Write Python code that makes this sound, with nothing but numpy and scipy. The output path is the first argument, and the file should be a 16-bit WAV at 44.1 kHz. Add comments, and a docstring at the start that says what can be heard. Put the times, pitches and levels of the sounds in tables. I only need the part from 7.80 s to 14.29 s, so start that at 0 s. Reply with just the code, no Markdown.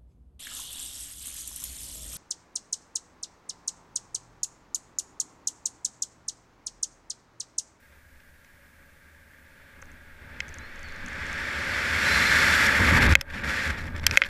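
"""A rope jumper falls from a tall chimney with a camera worn on the body.
At first slow air draws soft, hollow tones from the camera's housing. As the fall speeds up,
small gear ticks, and the air rushes ever louder, thumps in spells and whistles faintly.
Near the end the rope takes the load: the wind drops out and surges back, gear knocks
hard on the housing, and the camera's limiter briefly turns everything down."""
import sys
import numpy as np
from scipy import signal
from scipy.fft import rfft, irfft
from scipy.io import wavfile
from scipy.ndimage import uniform_filter1d, minimum_filter1d

SR = 44100
rng = np.random.default_rng(int(sys.argv[2]) if len(sys.argv) > 2 else 0)


def waveform_to_disk(signal):
    """Save audio, clipped to [-1, 1], as 16-bit WAV at the path in sys.argv[1]."""
    frames = np.transpose(np.atleast_2d(signal))
    scaled = np.clip(frames, -1, 1) * 32767
    samples = np.round(scaled).astype(np.int16)
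    wavfile.write(sys.argv[1], SR, samples)


N = 286209
TIME = np.arange(N) / SR
FREQ = np.maximum(np.arange(N // 2 + 1) * SR / N, 1)

# Hollow tones of the housing. Each row: pitch in Hz, width in Hz, level in dB at a rush of 0 dB.
HOLLOW_TONES = [(560.5, 67, -28.5), (1626, 100, -21)]
# Small harness parts touching. Each row: start in seconds, peak in dB.
HARNESS_TICKS = [(2.0183, -42), (2.0232, -38), (2.0562, -47), (2.117, -45.5), (2.6032, -30), (2.6824, -37),
                 (2.6912, -35.5), (2.7420, -31.5), (2.7852, -31), (2.9592, -42), (2.9936, -40),
                 (3.0307, -37), (3.0868, -42), (3.1225, -42), (3.1622, -41), (3.2620, -31), (3.2845, -33.5),
                 (3.3317, -39), (3.4670, -34), (3.5294, -30)]
# How those parts ring. Each row: pitch in Hz, relative level in dB, seconds to fade by 60 dB.
HARNESS_TONES = [(6330, 1, 0.0061), (6800, -7, 0.0058), (7650, -4.5, 0.0022), (9400, -8, .002)]
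# Air whistles. Each row: start and length in seconds, first and last pitch in Hz, level in dB.
EDGE_WHISTLES = [(2.80, 0.077, 3940, 4330, -58), (3.04, 0.039, 4560, 4300, -56),
                 (3.12, 0.034, 4550, 4140, -58), (4.26, 0.35, 4050, 4160, -36.5)]
# Gear hitting the housing. Each row: start in seconds, peak in dB, treble limit in Hz, scrape time in ms.
GEAR_KNOCKS = [(0.402, -50, 4500, 1.3), (0.6467, -46.5, 8000, 0.69), (2.0262, -30, 1390, 0.091),
               (2.6044, -15, 4500, 0.61), (5.109, -10, 1260, 0.69), (5.3232, -12, 9000, 1.05),
               (5.3534, 23, 2940, .05), (5.4109, -6, 13000, 1.3), (5.413, -23.5, 1080, 0.65),
               (6.1960, -32, 5500, 0.85), (6.2663, 1.5, 12400, 0.72), (6.3113, -10, 7860, 0.41),
               (6.3733, 20, 2600, 0.054), (6.4187, 6.5, 2060, 0.042), (6.424, -5.5, 2180, 0.092),
               (6.4369, -7.5, 3240, .5), (6.4468, -16, 3300, 0.49)]
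# How its plastic shell rings. Each row: pitch in Hz, relative level in dB, seconds to fade by 60 dB.
SHELL_TONES = [(542, 5, 0.053), (900, -5, 0.011), (1605, -4, 0.015), (2166, 3, 0.015), (2520, 6.5, 0.0087),
               (3270, 11, 0.0034), (4030, -4.5, 0.0088), (4620, -18, 0.022), (5280, 13, 0.0028),
               (6000, 0, 0.0032), (7440, -3.5, 0.0046), (11300, 9, 0.0028), (13500, -9, 0.0011)]
# The wind's overall tone inside the housing. Each row: frequency in Hz, relative level in dB.
WIND_TONE = [(20, 6), (45, -11), (110, -14), (250, -9), (360, -13.5), (750, -20), (1050, -18), (1500, -6.5),
             (2250, -6), (2900, -15.5), (5000, -13), (7300, -22.5), (9800, -29.5), (15000, -29)]
# Pitches the housing and its air gap boost. Each row: centre in Hz, width in Hz, boost in dB.
HOUSING_PEAKS = [(75.6, 23, 13.5), (158, 20, 4.5), (256, 72, 2), (559, 87, 4), (892, 84, 7), (1173, 66, 5),
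                 (1690, 510, 5), (3490, 340, 5), (4390, 220, 4), (5530, 150, 6), (7440, 1050, 5.5),
                 (9200, 450, 5), (11280, 1800, 9)]
# The rush of air through the fall and the swing. Each row: time in seconds, level in dB.
RUSH_LEVELS = [(0, -62), (1.55, -59.5), (1.85, -55.5), (2.35, -54.5), (2.55, -48.5), (2.92, -46),
               (3.28, -40.5), (3.41, -36), (4.1, -27), (4.3, -22), (5.0, -20), (5.28, -18.5), (5.44, -40.5),
               (5.6, -40.5), (5.67, -28), (5.87, -29), (5.98, -38.5), (6.25, -46), (6.335, -32.5),
               (6.44, -29.5), (6.49, -40.5)]
# How unsteady the air is. Each row: time in seconds, flutter depth in dB.
FLUTTER_DEPTHS = [(0, 2), (3, 0.5), (4.7, 0.56), (5.2, 2.5), (5.55, 5), (5.8, 1), (6.1, 7.5)]
# Slow, deep swings of air pressure. Each row: time in seconds, level in dB.
SWAY_LEVELS = [(0, -69), (.35, -60), (1.65, -66), (2.05, -54.5), (3.2, -41.5), (4.0, -54), (4.7, -59),
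               (5.3, -32), (5.78, -58), (6.1, -36), (6.49, -45)]
# Spells of big swirls hitting the housing. Each row: start and length in seconds, strength in dB.
BUFFET_SPELLS = [(1.98, 0.16, -54.5), (2.415, 0.4, -48), (3.226, 0.26, -44), (4.308, 0.11, -38),
                 (4.997, 0.022, -22), (5.057, .03, -22.5), (5.124, 0.043, -15), (5.2, 0.17, -19),
                 (5.546, 0.14, -34.5), (5.868, 0.463, -33.5)]
# Moments when the air breaks away from the housing. Each row: start and length in seconds, drop in dB.
WIND_LULLS = [(4.876, 0.51, 6), (5.194, 0.015, 9.5), (5.273, 0.016, 15), (5.434, 0.064, 22),
              (5.627, 0.0084, 14), (6.08, 0.0092, 4), (6.129, 0.032, 16)]


def undb(db):
    """Turn decibels into a number to multiply a sound by."""
    return 10 ** (np.asarray(db) / 20)


def curve(table):
    """Join a table's points with straight lines, giving one value per sample."""
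    return np.interp(TIME, *np.transpose(table))


def wobble(per_second):
    """A smooth random wobble with a typical size of 1."""
    hold = max(int(SR / per_second), 1)
    steps = rng.standard_normal(N)[np.arange(N) // hold]
    smooth = uniform_filter1d(uniform_filter1d(steps, hold), hold)
    return smooth / smooth.std()


def swell(start, length, rise_s, fall_s):
    """Rise to 1 by the start, hold for the length, then fade to 0."""
    return np.interp(TIME - start, [-rise_s, 0, length, length + fall_s], [0, 1, 1, 0])


def shaped_noise(gains):
    """Noise with a typical size of 1, weighted by one gain per frequency."""
    noise = irfft(rfft(rng.standard_normal(N)) * gains, N)
    return noise / noise.std()


def ring(tones, t, detune=1):
    """A struck object rings with several fading tones at once."""
    return sum(undb(db) * np.sin(2 * np.pi * hz * detune * t) * np.exp(-np.log(1000) * t / fade_s)
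               for hz, db, fade_s in tones)


def add(out, start, sound, peak_db):
    """Mix in a short sound at the given peak level."""
    i = int(start * SR)
    out[i:i + len(sound)] += (sound * undb(peak_db) / np.abs(sound).max())[:N - i]


def microphone_hiss(level_db=-65.5):
    """The microphone makes a faint, even hiss of its own."""
    return undb(level_db) * rng.standard_normal(N)


def hollow_tones(growth=0.72):
    """The housing hums in slow air; the rush grows faster and drowns it out."""
    rush_db = curve(RUSH_LEVELS)
    out = 0
    for hz, width, db in HOLLOW_TONES:
        hum = shaped_noise(1 / (1 + (2 * (FREQ - hz) / width) ** 2))
        out = out + hum * undb(db + growth * rush_db)
    return out


def harness_ticks(pitch_spread=0.016):
    """Hard parts too small to give off bass touch, each time at a slightly different pitch."""
    out, t = np.zeros(N), np.arange(600) / SR
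    treble_only = signal.butter(3, [5200, 10000], "band", fs=SR, output="sos")
    for start, db in HARNESS_TICKS:
        tick = ring(HARNESS_TONES, t, detune=1 + pitch_spread * rng.standard_normal())
        add(out, start, signal.sosfilt(treble_only, tick), db)
    return out


def edge_whistles(waver=0.0082, flicker_db=4.0):
    """Air passing an edge makes a thin, gliding tone that shakes in pitch and loudness."""
    shake = 1 + waver * wobble(350)
    flicker = undb(flicker_db * wobble(90))
    out = 0
    for start, length, first_hz, last_hz, db in EDGE_WHISTLES:
        # the glide carries on into the fades
        hz = first_hz + (last_hz - first_hz) * np.clip((TIME - start) / length, -1, 2)
        tone = np.sin(2 * np.pi * np.cumsum(hz * shake) / SR)
        out = out + tone * undb(db) * swell(start, length, rise_s=0.022, fall_s=0.04)
    return out * flicker


def gear_knocks(bass_cut_hz=1650, samples=3000):
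    """Each hit is a push and a short scrape that ring the shell; softer contact sounds duller."""
    out, t = np.zeros(N), np.arange(samples) / SR
    shell = ring(SHELL_TONES, t)
    for start, db, treble_hz, scrape_ms in GEAR_KNOCKS:
        age = t * 1000 / scrape_ms
        force = scrape_ms * rng.standard_normal(samples) * age * np.exp(-age * 1.12)
        force[0] += 1  # the push
        knock = signal.fftconvolve(force, shell)[:samples]
        cut_treble = signal.butter(3, treble_hz, fs=SR, output="sos")
        # so small a shell gives little bass, unless a soft bump shakes the whole camera
        cut_bass = signal.butter(3, min(bass_cut_hz, 0.83 * treble_hz), "high", fs=SR, output="sos")
        add(out, start, signal.sosfilt(np.vstack([cut_treble, cut_bass]), knock), db)
    return out


def housing():
    """How strongly the housing passes each frequency: a broad shape with peaks where it rings."""
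    hz, db = np.transpose(WIND_TONE)
    gain_db = np.interp(np.log(FREQ), np.log(hz), db)
    for centre, width, boost in HOUSING_PEAKS:
        gain_db += boost / (1 + (2 * (FREQ - centre) / width) ** 2)
    return undb(gain_db)


def swirls(low_hz, high_hz):
    """Swirling air heard through the housing as a band of noise; bigger swirls sound lower."""
    band = 1 / np.sqrt((1 + (low_hz / FREQ) ** 8) * (1 + (FREQ / high_hz) ** 8))
    return shaped_noise(housing() * band)


def buffeting(flow_db, full_speed_db=-32.5, growth=0.69):
    """The strength of big swirls in dB: it grows more slowly than the rush, with rough spells on top."""
    power = undb(full_speed_db + growth * flow_db) ** 2
    for start, length, db in BUFFET_SPELLS:
        power += (undb(db) * swell(start, length, rise_s=0.015, fall_s=0.047)) ** 2
    return 10 * np.log10(power)


def lulls():
    """How many dB the hiss drops while the air breaks away from the housing."""
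    return sum(db * swell(start, length, rise_s=0.0052, fall_s=0.0025)
               for start, length, db in WIND_LULLS)


def wind(full_rush_db=-20.5, hiss_growth=1.24, sizzle_growth=1.56):
    """Big swirls thump the housing; small ones rush and hiss, fluttering together as they break away."""
    rush_db = curve(RUSH_LEVELS)
    flow_db = rush_db - full_rush_db  # 0 at full speed
    depth_db = curve(FLUTTER_DEPTHS)
    flutter_db = depth_db * (0.65 * wobble(45) + 0.46 * wobble(260))
    crackle_db = depth_db * 0.61 * wobble(1100)
    buffet_db, lull_db = buffeting(flow_db), lulls()
    sway = swirls(6.5, 44.5) * undb(curve(SWAY_LEVELS) + 1.3 * wobble(9))
    boom = swirls(58, 121.5) * undb(buffet_db - 1.5)
    # mid-sized swirls follow both the buffeting and the rush
    rumble = swirls(165, 267) * undb(0.68 * buffet_db + 0.29 * rush_db - 10 + 0.57 * wobble(30))
    roar = swirls(362, 1040) * undb(0.33 * buffet_db + 0.57 * rush_db - 12 + 0.31 * flutter_db)
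    rush = swirls(1020, 2960) * undb(rush_db - 0.28 + flutter_db - 0.35 * lull_db)
    # the smallest swirls grow faster than the rush, and unsteady air sizzles more
    flicker_db = flutter_db + crackle_db - lull_db
    hiss = swirls(2650, 9700) * undb(-31 + hiss_growth * flow_db + flicker_db)
    sizzle = swirls(7300, 14600) * undb(-42.5 + sizzle_growth * flow_db + 1.1 * depth_db + flicker_db)
    return sway + boom + rumble + roar + rush + hiss + sizzle


def scene():
    """Mix the air and the gear over the microphone's hiss, in one channel."""
    mix = microphone_hiss() + wind() + hollow_tones() + edge_whistles() + gear_knocks() + harness_ticks()
    return mix[None]


def limiter(sound, ceiling_db=7, ahead_s=0.0147, recover_db_per_s=105):
    """Turn the volume down just before a peak passes the ceiling, then steadily back up."""
    needed_db = np.minimum(ceiling_db - 20 * np.log10(np.abs(sound) + 1e-9), 0)
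    ahead = int(ahead_s * SR)
    needed_db = minimum_filter1d(needed_db, ahead, origin=-(ahead // 2))
    climb_db = recover_db_per_s * TIME
    gain_db = np.minimum.accumulate(needed_db - climb_db) + climb_db
    return sound * undb(uniform_filter1d(gain_db, size=64))


def record(dry, top_hz=15250):
    """The camera limits the sound, clips what is still too loud and cuts the highest treble."""
    clipped = np.clip(limiter(dry[0]), -0.95, 0.95)
    cut_treble = signal.ellip(10, 0.1, 90, top_hz, fs=SR, output="sos")
    return signal.sosfilt(cut_treble, clipped)[None]


dry = scene()
out = record(dry)
waveform_to_disk(out)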